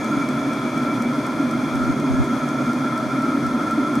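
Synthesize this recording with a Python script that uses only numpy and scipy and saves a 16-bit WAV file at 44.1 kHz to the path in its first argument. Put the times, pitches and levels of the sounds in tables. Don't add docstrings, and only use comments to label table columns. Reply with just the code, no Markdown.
import sys
import numpy as np
from scipy import signal
from scipy.fft import rfft, irfft
from scipy.io import wavfile

SR = 44100
rng = np.random.default_rng(int(sys.argv[2]) if len(sys.argv) > 2 else 0)


def digitize_waveform(pressure):
    field = np.atleast_2d(pressure).T
    bounded = np.clip(field, -1, 1)
    quanta = np.round(bounded * 32767).astype(np.int16)
    wavfile.write(sys.argv[1], SR, quanta)


N = 176400
TIME = np.arange(N) / SR
FREQS_HZ = np.maximum(np.arange(N // 2 + 1) * SR / N, 1)


def burner():
    # t/s, level/dB
    slow_changes = [(0, -0.5), (.6, -.7), (1.07, 0), (1.3, -1.5), (1.5, 1), (1.72, -2), (1.9, 1),
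                    (2.2, 0.9), (2.4, -1.5), (2.7, 0.5), (2.97, -1.4), (3.28, -1), (3.6, -0.5), (4, .5)]
    # f/Hz, width/Hz, level/dB
    pipe_resonances = [(251.4, 43.4, -24), (297, 39.5, -29)]
    # f/Hz, width/Hz, level/dB
    burner_resonances = [(66.4, 24, -53.5), (140.8, 22.5, -35), (164, 28, -41), (351, 26, -43),
                         (393, 23, -39.5), (471, 16, -50.5)]
    # t/s, length/s, f/Hz, peak/dB
    brief_swells = [(0.174, .014, 272, -12), (.351, 0.017, 260, -16), (0.482, 0.016, 292, -16),
                    (.931, 0.019, 289, -16.5), (1.014, .025, 238, -15.5), (1.072, 0.015, 254, -13),
                    (1.106, 0.036, 246, -16), (1.19, 0.015, 258, -13), (1.405, 0.014, 283, -10),
                    (1.554, 0.01, 277, -12), (1.639, 0.016, 251, -13.5), (1.9, 0.019, 270, -12),
                    (2.046, 0.02, 284, -14.5), (2.187, 0.03, 263, -13.5), (2.335, 0.011, 258, -13.5),
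                    (2.685, 0.039, 242, -14), (3.138, .018, 265, -15.5), (3.19, 0.017, 255, -13.5),
                    (3.246, 0.013, 287, -14), (3.292, 0.014, 262, -13), (3.353, 0.0088, 280, -12.5),
                    (3.38, 0.0096, 268, -12), (3.549, 0.018, 247, -13.6), (3.786, .015, 288, -11),
                    (3.975, 0.012, 257, -9.5)]
    strength = from_db(in_time(slow_changes)[0])
    drone = soft_limit(strength * resonating(pipe_resonances, steepness=2.15), ceiling_db=-14)
    pipe = surging(drone, brief_swells, wobble_rad=0.078)
    return pipe + strength * resonating(burner_resonances, steepness=3.3)


def fan():
    # f/Hz, level/dB per Hz
    rush_colour = [(20, -84), (45, -82), (85, -77), (130, -56.5), (200, -67.5), (330, -59.5), (440, -69),
                   (520, -64), (720, -62.5), (850, -65.5), (1150, -67), (1420, -64.5), (1550, -69.5),
                   (1950, -74.5), (2400, -83), (2600, -82.5), (2900, -87), (3150, -82.5), (3600, -78.5),
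                   (3850, -86), (4100, -81), (5000, -82.5), (6550, -82.5), (6950, -88.5), (7700, -90.5),
                   (8900, -87.5), (11400, -93), (11900, -95.5), (12700, -96.5), (13500, -99), (15000, -101)]
    # f/Hz, width/Hz, level/dB
    casing_resonances = [(555, 100, -42), (612, 75, -38.5), (922, 16, -48), (1018, 58, -41.5),
                         (1183, 21, -47), (1688, 33, -51), (1800, 20, -53.5), (2133, 91, -45.5),
                         (2436, 47, -50.5), (3260, 64, -54), (3401, 49, -52), (5400, 90, -77),
                         (10864, 65, -67)]
    # f/Hz, width/Hz, level/dB
    whirr_resonances = [(1283, 21, -39), (1334, 35, -35), (1377, 33, -35.5)]
    # f/Hz, width/Hz, level/dB
    whine_resonances = [(2308, 24.5, -44), (3390, 52, -53.5)]
    # f/Hz, width/Hz, level/dB
    whistle_resonances = [(6510, 110, -61.5), (6760, 110, -68)]
    # t/s, whirr/dB, whine/dB, whistle/dB
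    level_changes = [(0, 0.5, 1.5, 10.5), (.35, -1.5, 2.5, 2), (.75, -0.5, 3.5, 1), (1.35, -3, -0.5, -8),
                     (1.68, -0.5, 1.5, -11), (1.82, 0.5, -4, 4), (2.1, 0, -3, 6), (2.5, .5, -1.5, 4.5),
                     (3.05, 0.8, -2, -5), (3.6, 1.8, -3.5, -5), (4, 1, -2, 1)]
    # t/s, length/s, f/Hz, peak/dB
    surges = [(0.787, 0.034, 1355, -26.5), (0.895, 0.05, 1355, -24), (1.151, 0.034, 1349, -26),
              (2.444, 0.033, 1302, -24), (2.976, .02, 1340, -21), (3.246, .03, 1340, -22),
              (3.462, 0.026, 1335, -19.5), (3.72, 0.025, 1328, -18), (3.863, 0.028, 1323, -21)]
    rush_flutter_db, whirr_flutter_db = 0.5, 0.9
    pulse_hz, pulse_depth_db = 7.8125, 1.14
    whirr_db, whine_db, whistle_db = in_time(level_changes)
    airflow = waver(hz=12)
    rush = from_db(rush_flutter_db * airflow) * heater_noise(from_db(at_hz(rush_colour)) ** 2)
    casing = resonating(casing_resonances, steepness=1.86)
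    pulse_db = pulse_depth_db * np.cos(2 * np.pi * pulse_hz * TIME)
    whirr_gain = from_db(whirr_db + pulse_db + whirr_flutter_db * airflow)
    whirr = surging(whirr_gain * resonating(whirr_resonances, steepness=1.78), surges, wobble_rad=0.49)
    whine = from_db(whine_db) * resonating(whine_resonances, steepness=1.01)
    whistle = from_db(whistle_db) * resonating(whistle_resonances, steepness=1.2)
    return rush + casing + whirr + whine + whistle


def pump():
    # t/s, level/dB
    strokes = [(.0450, -28), (0.289, -27), (0.5336, -30), (.7782, -32), (1.0223, -28), (1.2671, -29),
               (1.5118, -29), (1.7558, -32), (2.0002, -30), (2.2447, -32), (2.4891, -30), (2.733, -29.5),
               (2.9784, -30), (3.2223, -33), (3.4667, -31), (3.7111, -29.5), (3.955, -27.5)]
    # delay/s, level/dB
    hits = [(-.0004, -2.5), (.0001, 0), (.0007, -16)]
    # f/Hz, level/dB, fade time/s
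    body_tones = [(5320, -5.5, .006), (5970, -10.5, .006), (7730, -10, 0.0047), (8600, -11.5, 0.0032),
                  (8960, -12, .005), (12500, -12, .002), (14300, -16, .002)]
    # f/Hz, level/dB per Hz
    bracket_colour = [(3000, -105), (4800, -89), (5500, -82.5), (6800, -86), (7700, -83), (9200, -84),
                      (10500, -102), (15000, -110)]
    starts, stroke_db = np.transpose(strokes)
    hit_spread_db, tone_spread_db = 1, 2
    hit_chances = hit_spread_db * rng.standard_normal((len(starts), len(hits)))
    tone_chances = tone_spread_db * rng.standard_normal((len(starts), len(body_tones)))
    body = 0
    for (hz, tone_db, fade_s), tone_chance_db in zip(body_tones, tone_chances.T):
        clicks = np.zeros(N)
        for (delay, hit_db), hit_chance_db in zip(hits, hit_chances.T):
            samples = np.clip((starts + delay) * SR, 0, N - 1).astype(int)
            clicks[samples] += from_db(stroke_db + hit_db + hit_chance_db + tone_chance_db)
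        body = body + from_db(tone_db) * ring(clicks, hz, fade_s)
    buzz_gain = np.zeros(N)
    for start, db in strokes:
        faded_db = 60 * np.clip((TIME - start) / .05, 0, 2)
        buzz_gain += (TIME >= start) * from_db(db - stroke_db.mean() - faded_db)
    return body + buzz_gain * heater_noise(from_db(at_hz(bracket_colour)) ** 2)


def wind():
    # t/s, level/dB
    breeze = [(0, -52), (.5, -60), (1.3, -62), (1.65, -44), (2.3, -42), (2.75, -59), (3.0, -46), (3.3, -52),
              (4, -57)]
    # t/s, length/s, level/dB, rustle compared with the puff/dB
    puffs = [(.17, 0.046, -36, -20), (1.727, 0.15, -33, -20), (1.88, 0.044, -23, -18), (2.1, .06, -23, -18),
             (2.182, 0.054, -21, -14), (3.045, 0.053, -44, -20), (3.435, 0.057, -33, -20)]
    # f/Hz, relative level/dB
    rumble_colour = [(20, -28), (50, 1.5), (90, 0.5), (135, 5.5), (200, -15), (300, -24), (600, -42),
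                     (1500, -60), (5000, -90)]
    # f/Hz, relative level/dB
    rustle_colour = [(40, -14), (150, -4), (300, 4), (450, -11), (800, -26), (1500, -34), (5000, -60)]
    puff_edge_s = 0.024
    rumble_gain, rustle_gain = from_db(in_time(breeze)[0]), np.zeros(N)
    for start, length, db, rustle_db in puffs:
        inside_s = np.minimum(TIME - start, start + length - TIME)
        puff = from_db(db) * np.clip(.5 + inside_s / puff_edge_s, 0, 1)
        rumble_gain += puff
        rustle_gain += from_db(rustle_db) * puff
    rumble = air_noise(from_db(at_hz(rumble_colour)) ** 2, likeness=-0.87)
    rustle = air_noise(from_db(at_hz(rustle_colour)) ** 2, likeness=-0.87)
    return rumble_gain * rumble / rumble.std() + rustle_gain * rustle / rustle.std()


def colour_ripple(sound, delay_s=.0095, copy_db=-20):
    delayed = np.array([np.interp(TIME - delay_s, TIME, channel, left=0) for channel in sound])
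    return sound + from_db(copy_db) * delayed


def resonating(resonances, steepness):
    power = 0
    for hz, width, db in resonances:
        off_pitch = (FREQS_HZ / hz - hz / FREQS_HZ) * hz / width
        peak = (1 + off_pitch ** 2 / steepness) ** -steepness
        power = power + from_db(db) ** 2 * peak / (peak.sum() * SR / N)
    return heater_noise(power)


def surging(sound, surges, wobble_rad):
    wobble = wobble_rad * waver(hz=45)
    for (middle, length, hz, db), phase in zip(surges, rng.random(len(surges))):
        swell = .5 ** np.minimum((2 * (TIME - middle) / length) ** 2, 20)
        note = np.sin(2 * np.pi * (hz * (TIME - middle) + phase) + wobble)
        sound = sound * np.sqrt(1 - swell) + from_db(db) * swell * note
    return sound


def soft_limit(sound, ceiling_db):
    swing = np.abs(signal.hilbert(sound.mean(axis=0))) / from_db(ceiling_db)
    return sound / (1 + swing ** 6) ** (1 / 6)


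def ring(clicks, hz, fade_s):
    decay, step = from_db(-60 / (fade_s * SR)), 2 * np.pi * hz / SR
    return signal.lfilter([1, 0, -1], [2, -4 * decay * np.cos(step), 2 * decay * decay], clicks + 1e-18)


def heater_noise(power):
    # f/Hz, left-right likeness/0-1, left minus right/dB, left's lead/rad
    image = [(70, 0.86, 0, 0.09), (142, 1, -1.5, -0.02), (249, 0.99, -1.5, 0.052),
             (346, 0.99, -0.2, -0.095), (450, 0.94, -0.3, 0.16), (620, 0.98, 0.3, 0.16),
             (800, 0.89, 1.5, 0.097), (1040, 0.964, 0.5, -0.045), (1170, 0.62, 1, 0.01),
             (1250, 0.96, 7, 0.56), (1360, 0.97, -1.5, 0.19), (1450, 0.92, 2.5, 0.13),
             (1750, 0.93, -1, -0.014), (1950, 0.97, 6, -0.013), (2140, 0.91, 0, -0.01),
             (2300, 0.96, 2.5, 0.17), (2680, 0.7, 2, -0.06), (3400, 0.88, -0.3, -0.3),
             (4000, 0.71, -1, -0.1), (6300, 0.826, -0.1, 0.12), (8000, 0.76, -0.5, 0.02),
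             (9500, 0.47, -2, 0.13), (10900, 0.525, 0.5, 0.33), (12500, 0.86, 0.1, 0.03)]
    half_each = np.array([[.5], [-.5]])
    balance = from_db(half_each * at_hz(image, column=2))
    lead = np.exp(1j * half_each * at_hz(image, column=3))
    return air_noise(power, at_hz(image), lean=balance * lead)


def air_noise(power, likeness, lean=1):
    shared, opposed = rfft(rng.standard_normal((2, N)))
    alike = np.clip(likeness, -.9995, .9995)
    pair = np.sqrt(1 + alike) * shared + np.sqrt(1 - alike) * opposed * [[1], [-1]]
    return irfft(lean * pair * np.sqrt(power * SR) / 2, N)


def waver(hz):
    slow = irfft(rfft(rng.standard_normal(N)) / (1 + (FREQS_HZ / hz) ** 2), N)
    return (slow - slow.mean()) / slow.std()


def from_db(db):
    return 10 ** (np.asarray(db) / 20)


def in_time(rows):
    times, *columns = np.transpose(rows)
    return [np.interp(TIME, times, values) for values in columns]


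def at_hz(rows, column=1):
    columns = np.transpose(rows)
    return np.interp(np.log(FREQS_HZ), np.log(columns[0]), columns[column])


def scene():
    return colour_ripple(burner() + fan() + pump()) + wind()


def record(dry):
    cutoff_hz = 15400
    return signal.sosfilt(signal.ellip(10, .1, 80, cutoff_hz, fs=SR, output="sos"), dry)


dry = scene()
out = record(dry)
digitize_waveform(out)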